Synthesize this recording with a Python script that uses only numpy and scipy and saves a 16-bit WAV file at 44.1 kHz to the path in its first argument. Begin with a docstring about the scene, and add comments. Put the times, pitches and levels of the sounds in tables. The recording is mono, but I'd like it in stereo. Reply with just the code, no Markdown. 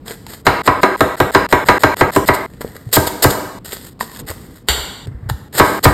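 """Chopping and stuffing in a reverberant kitchen

Short kitchen shots joined by hard cuts, close to a two-port microphone: a knife goes through celery, garlic and
onion onto a thick wooden board, hands stuff and slap a chicken, an onion rolls. Blows are sums of decaying modes
plus a noise crack; slicing, rustling and stuffing are trains of random snaps. Sparse reflections make the
hard-walled kitchen ring until the next cut, and the loudest blows overload the input.
"""
import sys
import numpy as np
from scipy import signal
from scipy.fft import rfft, irfft, next_fast_len
from scipy.io import wavfile

SR = 44100
rng = np.random.default_rng(int(sys.argv[2]) if len(sys.argv) > 2 else 0)


def master(y):
    """Save y as 16-bit WAV."""
    cut = np.clip(np.atleast_2d(y).T, -1, 1)
    pcm = np.round(cut * 32767)  # scale
    wavfile.write(sys.argv[1], SR, pcm.astype(np.int16))


def invert_db(level):
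    """Linear amplitude ratio for a level in decibels (20 dB per decade), elementwise."""
    return 10 ** (np.asarray(level, dtype=float) / 20)


N = 261513  # length in samples

# Beginnings of the shots. Each entry: time in seconds.
SHOT_STARTS = [0, 0.418, 0.619, .808, .963, 1.157, 1.309, 1.466, 1.644, 1.783, 1.944, 2.107, 2.254, 2.463,
               2.922, 3.219, 3.588, 3.896, 3.934, 4.219, 4.63, 5.059, 5.485, 5.795]

# Kitchen background spectrum. Each row: frequency in Hz, relative density in dB per Hz.
HUM_SPECTRUM = [(24, -37.5), (40, -4), (200, -3), (392, -12.5), (466, -12), (568, -22), (1200, -26.5),
                (1530, -32.5), (2110, -35.5), (5290, -41), (6460, -46), (10900, -48.5), (12900, -49.5),
                (15000, -45)]
HUM_DB = -39  # rms before the slow waver

# Reverberation. Each row: frequency in Hz, t60 in seconds.
KITCHEN_T60 = [(100, 0.87), (260, 0.83), (700, 1), (1840, 0.89), (4850, 0.95), (12800, 0.69)]
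# Coherence of the two ports. Each row: frequency in Hz, correlation from 0 to 1.
PORT_LIKENESS = [(60, .93), (250, .8), (600, .3), (1400, .55), (3000, .6), (5500, .85), (8000, .9),
                 (14000, .9)]
# Phase between the ports. Each row: frequency in Hz, lead of the left port in radians.
PORT_LEAD = [(0, 0), (1460, -.5), (2410, 1.9), (3880, 1.2), (5080, 1.6), (5600, 2.9), (6250, 3.3),
             (7580, 6.1), (8870, 6.5), (9650, 9.3), (10900, 9.6), (11800, 12.6), (13400, 12.7),
             (14200, 15.5), (15600, 16.1)]
# Level between the ports. Each row: frequency in Hz, left minus right in dB.
PORT_TILT = [(110, 0), (380, -2), (700, -2.5), (1290, 0), (4400, -.5), (8000, 0)]

# Dull bumps carried through the board. Each row: start in seconds, level in dB, frequency in Hz.
BUMPS = [(2.642, -34, 222), (2.865, -11, 116.4), (3.718, -35, 199), (4.009, -22, 224), (4.297, -17, 83),
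         (4.789, -16, 59.6), (5.056, -21, 116), (5.076, -10, 108), (5.11, -17, 128), (5.145, -14, 61.4),
         (5.226, -15, 106), (5.258, -12, 111), (5.284, -16, 56.5), (5.308, -4.5, 111.3), (5.337, -10, 75.6),
         (5.375, -28, 88.8), (5.548, -20, 126)]
BUMP_T60_S = .09
# The dish under the slap. One row: start in seconds, level in dB, frequency in Hz, t60 in seconds.
SLAP_THUD = (4.694, -11, 64.6, .24)

# Taps and wet ticks. Each row: start in seconds, ring level in dB, ring frequency in Hz, ring t60 in seconds,
# crack level in dB.
TAPS = [(0.08, -28.5, 463, 0.052, -22), (0.108, -21, 465, 0.054, -24), (0.266, -29.5, 908, 0.029, -26),
        (0.334, -33.5, 980, 0.042, -32), (1.49, -22, 842, 0.0067, -25), (1.969, -19, 745, 0.0089, -25),
        (2.609, -15, 442, 0.016, -35), (2.647, -9, 464, 0.017, -43.5), (2.677, -27, 470, 0.018, -35),
        (2.756, -24, 470, 0.023, -36.5), (2.891, -27, 490, 0.0067, -39), (3.074, -5.5, 490, 0.01, -22),
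        (3.647, -45, 423, 0.012, -36), (3.722, -40, 1790, 0.02, -19), (3.73, -21.5, 434, 0.023, -24),
        (3.769, -31, 432, 0.02, -26), (3.813, -46, 401, 0.016, -33), (3.993, -29.5, 990, 0.0067, -37),
        (4.0085, -8, 1850, 0.015, -27), (4.01, -5.5, 1020, 0.018, -22), (4.029, -20.5, 450, 0.02, -26.5),
        (4.097, -31.5, 1073, 0.023, -36.5), (4.148, -42, 541, 0.018, -33), (4.161, -33, 1720, 0.028, -30),
        (4.296, -17.5, 1870, 0.013, -26.5), (4.312, -18.5, 574, 0.018, -30.5),
        (4.316, -21, 1050, 0.014, -36), (5.071, -27.5, 400, 0.032, -35.5), (5.299, -11, 828, 0.016, -19)]
# Flat hand on the bird. One row with the columns of TAPS.
SLAP = (4.686, -3, 402, 0.013, 4)
TAP_ROOM_DB, SLAP_ROOM_DB = -12, -1.5  # sends to the room
# Flat wet contact spectrum. Each row: frequency in Hz, relative level in dB.
SMACK_SPECTRUM = [(250, -20), (600, -5), (1500, -1), (3000, 0), (5000, 1), (8000, -3), (14000, -12),
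                  (17000, -30)]

# Snaps heard in air. Each row: frequency in Hz, relative level in dB.
CRACKLE_SPECTRUM = [(1500, -38), (2600, -3.5), (4000, 1), (6000, 1), (9000, -0.5), (13000, 0),
                    (15900, -6.5), (16800, -19), (20000, -30.5)]
# Snaps heard through the food. Each row: frequency in Hz, relative level in dB.
BODY_SPECTRUM = [(150, -4.5), (400, 17), (1000, 10), (2000, 14), (3200, -35.5)]
LUMP_HZ, LUMP_DB = 70, 2.2  # fibres give way in clumps: fastest fluctuation, rms depth

# The onion's skin rubs along the board. One row: start in seconds, end in seconds.
ROLL_SPAN = (5.062, 5.29)
ROLL_DB, ROLL_BODY_DB = -70, 18  # crackle level; body sound relative to it, which dominates

# Fingers pressing food and herbs into the bird, one curve a reach. Each row: time in seconds, crackle level in dB.
STUFFING = [
    [(.048, -70), (.06, -39), (.108, -31.5), (.135, -36), (.16, -46)],
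    [(.26, -52), (.298, -35), (.325, -36), (.338, -28), (.352, -40), (.41, -55)],
    [(2.465, -52), (2.59, -58), (2.66, -47), (2.73, -50), (2.765, -41), (2.79, -52), (2.915, -54)],
    [(3.645, -31), (3.711, -33), (3.725, -22), (3.787, -43), (3.885, -36), (3.897, -50), (3.934, -52)],
    [(3.995, -50), (4.005, -25), (4.079, -47), (4.169, -33), (4.18, -42), (4.201, -26), (4.21, -39.5)],
    [(4.262, -42), (4.29, -28.5), (4.314, -29), (4.346, -50), (4.448, -46), (4.504, -56), (4.574, -42.5),
     (4.62, -70)],
]
# Body sound of each reach. Each entry: level relative to the crackle in dB.
STUFFING_BODY_DB = [-2, -5, 0, -8, -8, -4]

# Skin, peel or cut pieces rustle once. Each row: peak time in seconds, crackle level in dB,
# fading time in seconds, body sound relative to the crackle in dB.
RUSTLES = [(2.345, -21, .022, -6), (2.617, -25, .01, 0), (2.924, -28, .004, -10), (3.075, -13, .012, -8),
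           (3.308, -16, .03, -8), (4.682, -32.5, .008, -5), (5.299, -23, .012, 2), (5.65, -23.5, .135, -2),
           (5.8, -41, .03, -3)]
RUSTLE_RISE_S, RUSTLE_FADE_DB = .012, -12  # rise before the peak; level of both ends relative to it

# The blade's way down to each blow, in the order of CHOPS. Each row: entry time in seconds, crackle at entry in dB,
# crackle before breaking through in dB, time from breakthrough to blow in seconds,
# body sound relative to the crackle in dB.
SLICES = [(.448, -47, -30, .008, -1), (.632, -42, -27, .01, -4), (.809, -33, -31, .009, -2),
          (.966, -43, -34, .009, -1), (1.165, -35, -33, .009, 0), (1.315, -30, -28, .01, -2),
          (1.487, -32.5, -29, .01, -5), (1.647, -40, -24, .009, -2), (1.792, -30, -29, .008, -4),
          (1.958, -42, -23, .009, -4), (2.115, -32, -25, .011, -4), (2.256, -31, -22, .01, -8),
          (2.927, -3.5, -7, .008, -14), (3.221, -7, -5.5, .004, -10), (5.525, -35, -12, .005, -5),
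          (5.826, -32, -10, .009, -9)]
BREAK_S, BREAK_DB = .006, 5  # the last skin gives way in a short louder burst
ENTER_S, FREE_DB = .004, -6  # onset of every stroke; sag of the crackle once the blade runs free

# Blade meets board. Each row: time in seconds, blow peak in dB, edge crack in dB, counter thud peak in dB,
# hardness in dB per octave.
CHOPS = [(0.4667, 11, -13.5, -12.5, 3), (0.6758, 8.5, -22, -14, 0.5), (0.8321, 8, -16.5, -38.5, 0.5),
         (1.0068, 7.5, -13, -15.5, 0), (1.2019, 6, -13.5, -14, -1), (1.3483, 10.5, -14, -14, 1),
         (1.5259, 10, -13.5, -14.5, 0.5), (1.686, 9, -12, -13.5, 1), (1.8349, 9, -12.5, -13.5, 1),
         (2.0103, 7.5, -18.5, -13.5, -0.5), (2.1619, 4, -11, -14, -3), (2.2872, 7.5, -17, -13.5, 0),
         (2.967, 6.5, -19, -9.5, -2), (3.245, 7, -20.5, -7.5, -3), (5.5976, 11, -12, -9.5, -.5),
         (5.853, 12.5, -20, 0, 0)]
# Modes of the board. 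Each row: mean frequency in Hz, mean relative level in dB, t60 in seconds (at most 0.055 sounds).
BOARD_MODES = [(222, -4.5, 0.18), (300.8, 0.5, 0.12), (373.4, 2, 0.13), (495.3, 0.5, 0.047),
               (648, 9, 0.023), (745, 1, 0.033), (896.3, 0.5, 0.028), (973.4, 6.5, 0.029),
               (1063, -0.5, 0.038), (1256, 9.5, 0.017), (1403, -1, 0.03), (1567, 8.5, 0.015),
               (1790, -4.5, 0.03), (1921.5, 3, 0.016), (2124, 2.5, 0.012), (2656, -13, .02),
               (3280, -17.5, 0.018), (3995, -9, 0.008), (4900, -10, 0.007)]
# Modes of the counter. Each row: frequency in Hz, relative level in dB, t60 in seconds.
COUNTER_MODES = [(58, -1, 0.18), (85.9, 5.5, 0.14), (131.8, 9, 0.11), (155.3, -3.5, .1)]
# Steel on wood. Each row: frequency in Hz, relative level in dB.
EDGE_SPECTRUM = [(1500, -22), (2600, -6), (4000, 0), (5500, 1), (9000, -8), (14000, -6), (17000, -18.5)]


def evened(x):
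    """Normalization: scales to rms 1."""
    return x / np.sqrt(np.mean(x ** 2) + 1e-20)


def read(points, hz):
    """Interpolation of a spectrum on a logarithmic frequency axis."""
    f, value = np.transpose(points)
    return np.interp(np.log(hz + 1), np.log(f + 1), value)


def shape(x, gain):
    """Linear filtering: multiplies the Fourier spectrum by a function of frequency."""
    size = next_fast_len(x.shape[-1])
    return irfft(rfft(x, size) * gain(np.fft.rfftfreq(size, 1 / SR)), size)[..., :x.shape[-1]]


def add(mix, start_s, sound):
    """Superposition: adds a sound to the mix at its start time."""
    part = mix[round(start_s * SR):][:len(sound)]
    part += sound[:len(part)]


def ring(hz, t60, t):
    """Damped free vibration: one mode, started from rest, decays exponentially."""
    return invert_db(-60 * t / np.maximum(t60, .002)) * np.sin(2 * np.pi * hz * t)


def crack(noise, t, t60, spectrum, snap=10.):
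    """Impulsive contact: one sharp snap in a decaying burst of coloured noise that starts at rms 1."""
    burst = noise * invert_db(-60 * t / np.maximum(t60, .004))
    burst = burst + snap * (t == t[24])
    even_hz = np.linspace(0, SR / 2, 200)
    flat = np.sqrt(np.mean(invert_db(2 * read(spectrum, even_hz))))
    return shape(burst, lambda hz: invert_db(read(spectrum, hz)) / flat)


def pair(a, b):
    """Partial coherence: two ports share a and carry b in opposite sign."""
    alike = lambda hz: np.clip(read(PORT_LIKENESS, hz), 0, 1)
    shared = shape(a, lambda hz: np.sqrt((1 + alike(hz)) / 2))
    apart = shape(b, lambda hz: np.sqrt((1 - alike(hz)) / 2))
    return np.array([shared + apart, shared - apart])


def hum():
    """Stationary coloured noise whose level wavers a little: the steady low background."""
    a, b, slow = rng.standard_normal((3, N))
    waver = invert_db(2.2 * evened(shape(slow, lambda hz: hz < 8)))
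    steady = evened(shape(pair(a, b), lambda hz: invert_db(read(HUM_SPECTRUM, hz))))
    return invert_db(HUM_DB) * waver * steady


def kitchen():
    """Reverberation: sparse reflections of random sign, each band decaying at its own rate."""
    hits = np.zeros((2, SR // 2))
    slots = np.arange(140, SR // 2 - 12, 12)
    at = slots + rng.integers(0, 12, (2, len(slots)))
    signs = rng.choice([-1., 1.], (2, len(slots)))
    np.put_along_axis(hits, at, signs, 1)
    hz, t, z = signal.stft(hits, SR, nperseg=256)
    near_walls = 1 + 1.38 * np.exp(-t / 0.017)  # counter and tiles answer first and loudest
    decay = invert_db(-60 * t / read(KITCHEN_T60, hz)[:, None])
    tail = signal.istft(z * decay * near_walls, SR, nperseg=256)[1]
    tail = pair(*tail) * (np.arange(tail.shape[1]) > 130)
    return tail / np.linalg.norm(tail[0])


def bumps():
    """Low-frequency excitation: a push with a soft start sets one low mode ringing."""
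    out, t = np.zeros(N), np.arange(SR // 4) / SR
    soft_start = 1 - np.exp(-(t / 0.0049) ** 2)
    for s, db, hz, t60 in [(*row, BUMP_T60_S) for row in BUMPS] + [SLAP_THUD]:
        add(out, s, invert_db(db) * ring(hz, t60, t) * soft_start)
    return out


def taps():
    """Impact: each small contact and the slap make a short ring and a crack; also gives their room send."""
    out, sent, t = np.zeros(N), np.zeros(N), np.arange(4096) / SR
    rows = [(*row, TAP_ROOM_DB) for row in TAPS] + [(*SLAP, SLAP_ROOM_DB)]
    noises = rng.standard_normal((len(rows), len(t)))
    for (s, db, hz, t60, crack_db, room_db), noise in zip(rows, noises):
        tap = invert_db(db) * ring(hz, t60, t)
        tap += invert_db(crack_db) * crack(noise, t, 0.9 * t60, SMACK_SPECTRUM, 6.)
        add(out, s, tap)
        add(sent, s, tap * invert_db(room_db))
    return out, sent


def snaps(per_s, spread_db):
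    """Random fracture: cells and fibres snap, bright in air and dull through the food."""
    happens = rng.random(N) < per_s / SR
    size = invert_db(spread_db * np.minimum(rng.exponential(1, N), 4))
    x = happens * size * rng.standard_normal(N)
    x *= invert_db(LUMP_DB * evened(shape(rng.standard_normal(N), lambda hz: hz < LUMP_HZ)))
    bright = evened(shape(x, lambda hz: invert_db(read(CRACKLE_SPECTRUM, hz))))
    dull = evened(shape(x, lambda hz: invert_db(read(BODY_SPECTRUM, hz))))
    return bright, dull


def stroke(out, source, times, crackle_db, body_db):
    """Amplitude modulation: a level curve in dB opens a stretch of snaps, bright and dull together."""
    bright, dull = source
    span = slice(round(times[0] * SR), round(times[-1] * SR))
    t = np.arange(N)[span] / SR
    edges = np.clip(np.minimum((t - times[0]) / ENTER_S, (times[-1] - t) / .0015), 0, 1)
    level = invert_db(np.interp(t, times, crackle_db))
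    out[span] += edges * level * (bright[span] + invert_db(body_db) * dull[span])


def onion_roll(source):
    """Rolling friction: a steady rub of the skin, heard mostly through the onion's body."""
    out = np.zeros(N)
    stroke(out, source, ROLL_SPAN, [ROLL_DB, ROLL_DB], ROLL_BODY_DB)
    return out


def stuffing(source):
    """Crackle under pressure: its level follows the fingers through each reach."""
    out = np.zeros(N)
    for rows, body_db in zip(STUFFING, STUFFING_BODY_DB):
        times, crackle_db = np.transpose(rows)
        stroke(out, source, times, crackle_db, body_db)
    return out


def rustles(source):
    """Transient friction: the crackle rises to one peak and fades."""
    out = np.zeros(N)
    for s, db, lasts, body_db in RUSTLES:
        end_db = db + RUSTLE_FADE_DB
        stroke(out, source, [s - RUSTLE_RISE_S, s, s + lasts], [end_db, db, end_db], body_db)
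    return out


def slices(source):
    """Progressive fracture: crackle moves in a straight dB line, bursts at breakthrough, then sags."""
    out = np.zeros(N)
    for (enters, entry_db, through_db, early, body_db), (blow, *_) in zip(SLICES, CHOPS):
        times = [enters, blow - early - BREAK_S, blow - early, blow]
        burst_db = through_db + BREAK_DB
        stroke(out, source, times, [entry_db, through_db, burst_db, burst_db + FREE_DB], body_db)
    return out


def chops():
    """Modal excitation: each blow rings the board from a slightly different spot, cracks, and thumps the counter."""
    knock, thump, t = np.zeros(N), np.zeros(N), np.arange(SR // 4) / SR
    hz, mode_db, t60 = np.transpose(BOARD_MODES)[..., None]
    modes = len(BOARD_MODES)
    build = 1 - np.exp(-t * hz / 2.34)  # low modes take longer to speak
    thud = sum(invert_db(db) * ring(f, d, t) for f, db, d in COUNTER_MODES)
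    thud = thud * (1 - np.exp(-(t / 0.01) ** 2))  # the heavy top starts slowly
    for s, blow_db, crack_db, thud_db, hardness in CHOPS:
        spot_db = 1.2 * rng.standard_normal((modes, 1))
        spot_db = spot_db + np.clip(hardness, -3, 3) * np.log2(hz / 1000)
        spot_hz = hz * (1 + .015 * rng.standard_normal((modes, 1)))
        board = invert_db(mode_db + spot_db) * ring(spot_hz, np.minimum(t60, .055), t) * build
        board = board.sum(0)
        edge = crack(rng.standard_normal(len(t)), t, 0.02, EDGE_SPECTRUM)
        add(knock, s, invert_db(blow_db) * board / abs(board).max() + invert_db(crack_db) * edge)
        add(thump, s, invert_db(thud_db) * thud / abs(thud).max())
    return knock, thump


def scene():
    """Direct sound plus reverberation: every shot rings from one of five spots, only until the next cut."""
    out = hum()
    spots = [kitchen() for _ in range(5)]
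    tap, tap_sent = taps()
    fine, coarse = snaps(9000, 3), snaps(6000, 3.4)
    strokes = onion_roll(coarse) + stuffing(coarse) + rustles(fine) + slices(fine)
    knock, thump = chops()
    low = thump + bumps()
    direct = tap + strokes + knock + low
    sent = tap_sent + invert_db(-8.) * strokes + invert_db(-1.5) * knock + invert_db(-12.) * low
    marks = [round(s * SR) for s in SHOT_STARTS] + [N]
    for shot, (a, b) in enumerate(zip(marks, marks[1:])):
        room = signal.fftconvolve(sent[None, a:b], spots[shot % len(spots)], axes=1)
        out[:, a:b] += direct[a:b] + room[:, :b - a]
    return out


def top_cut(x):
    """Nothing passes above the cut-off."""
    return signal.sosfilt(signal.butter(12, 16000, fs=SR, output="sos"), x)


def record(dry):
    """Two-port reception: level and phase differ between the ports by frequency; the input overloads."""
    side = np.array([[.5], [-.5]])  # left and right take half of each difference
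    level = lambda hz: invert_db(side * read(PORT_TILT, hz))
    lead = lambda hz: np.exp(1j * side * np.interp(hz, *np.transpose(PORT_LEAD)))
    ports = shape(dry, lambda hz: level(hz) * lead(hz))
    overloaded = np.clip(ports, -1, 1)
    return top_cut(overloaded)


dry = scene()
out = record(dry)
master(out)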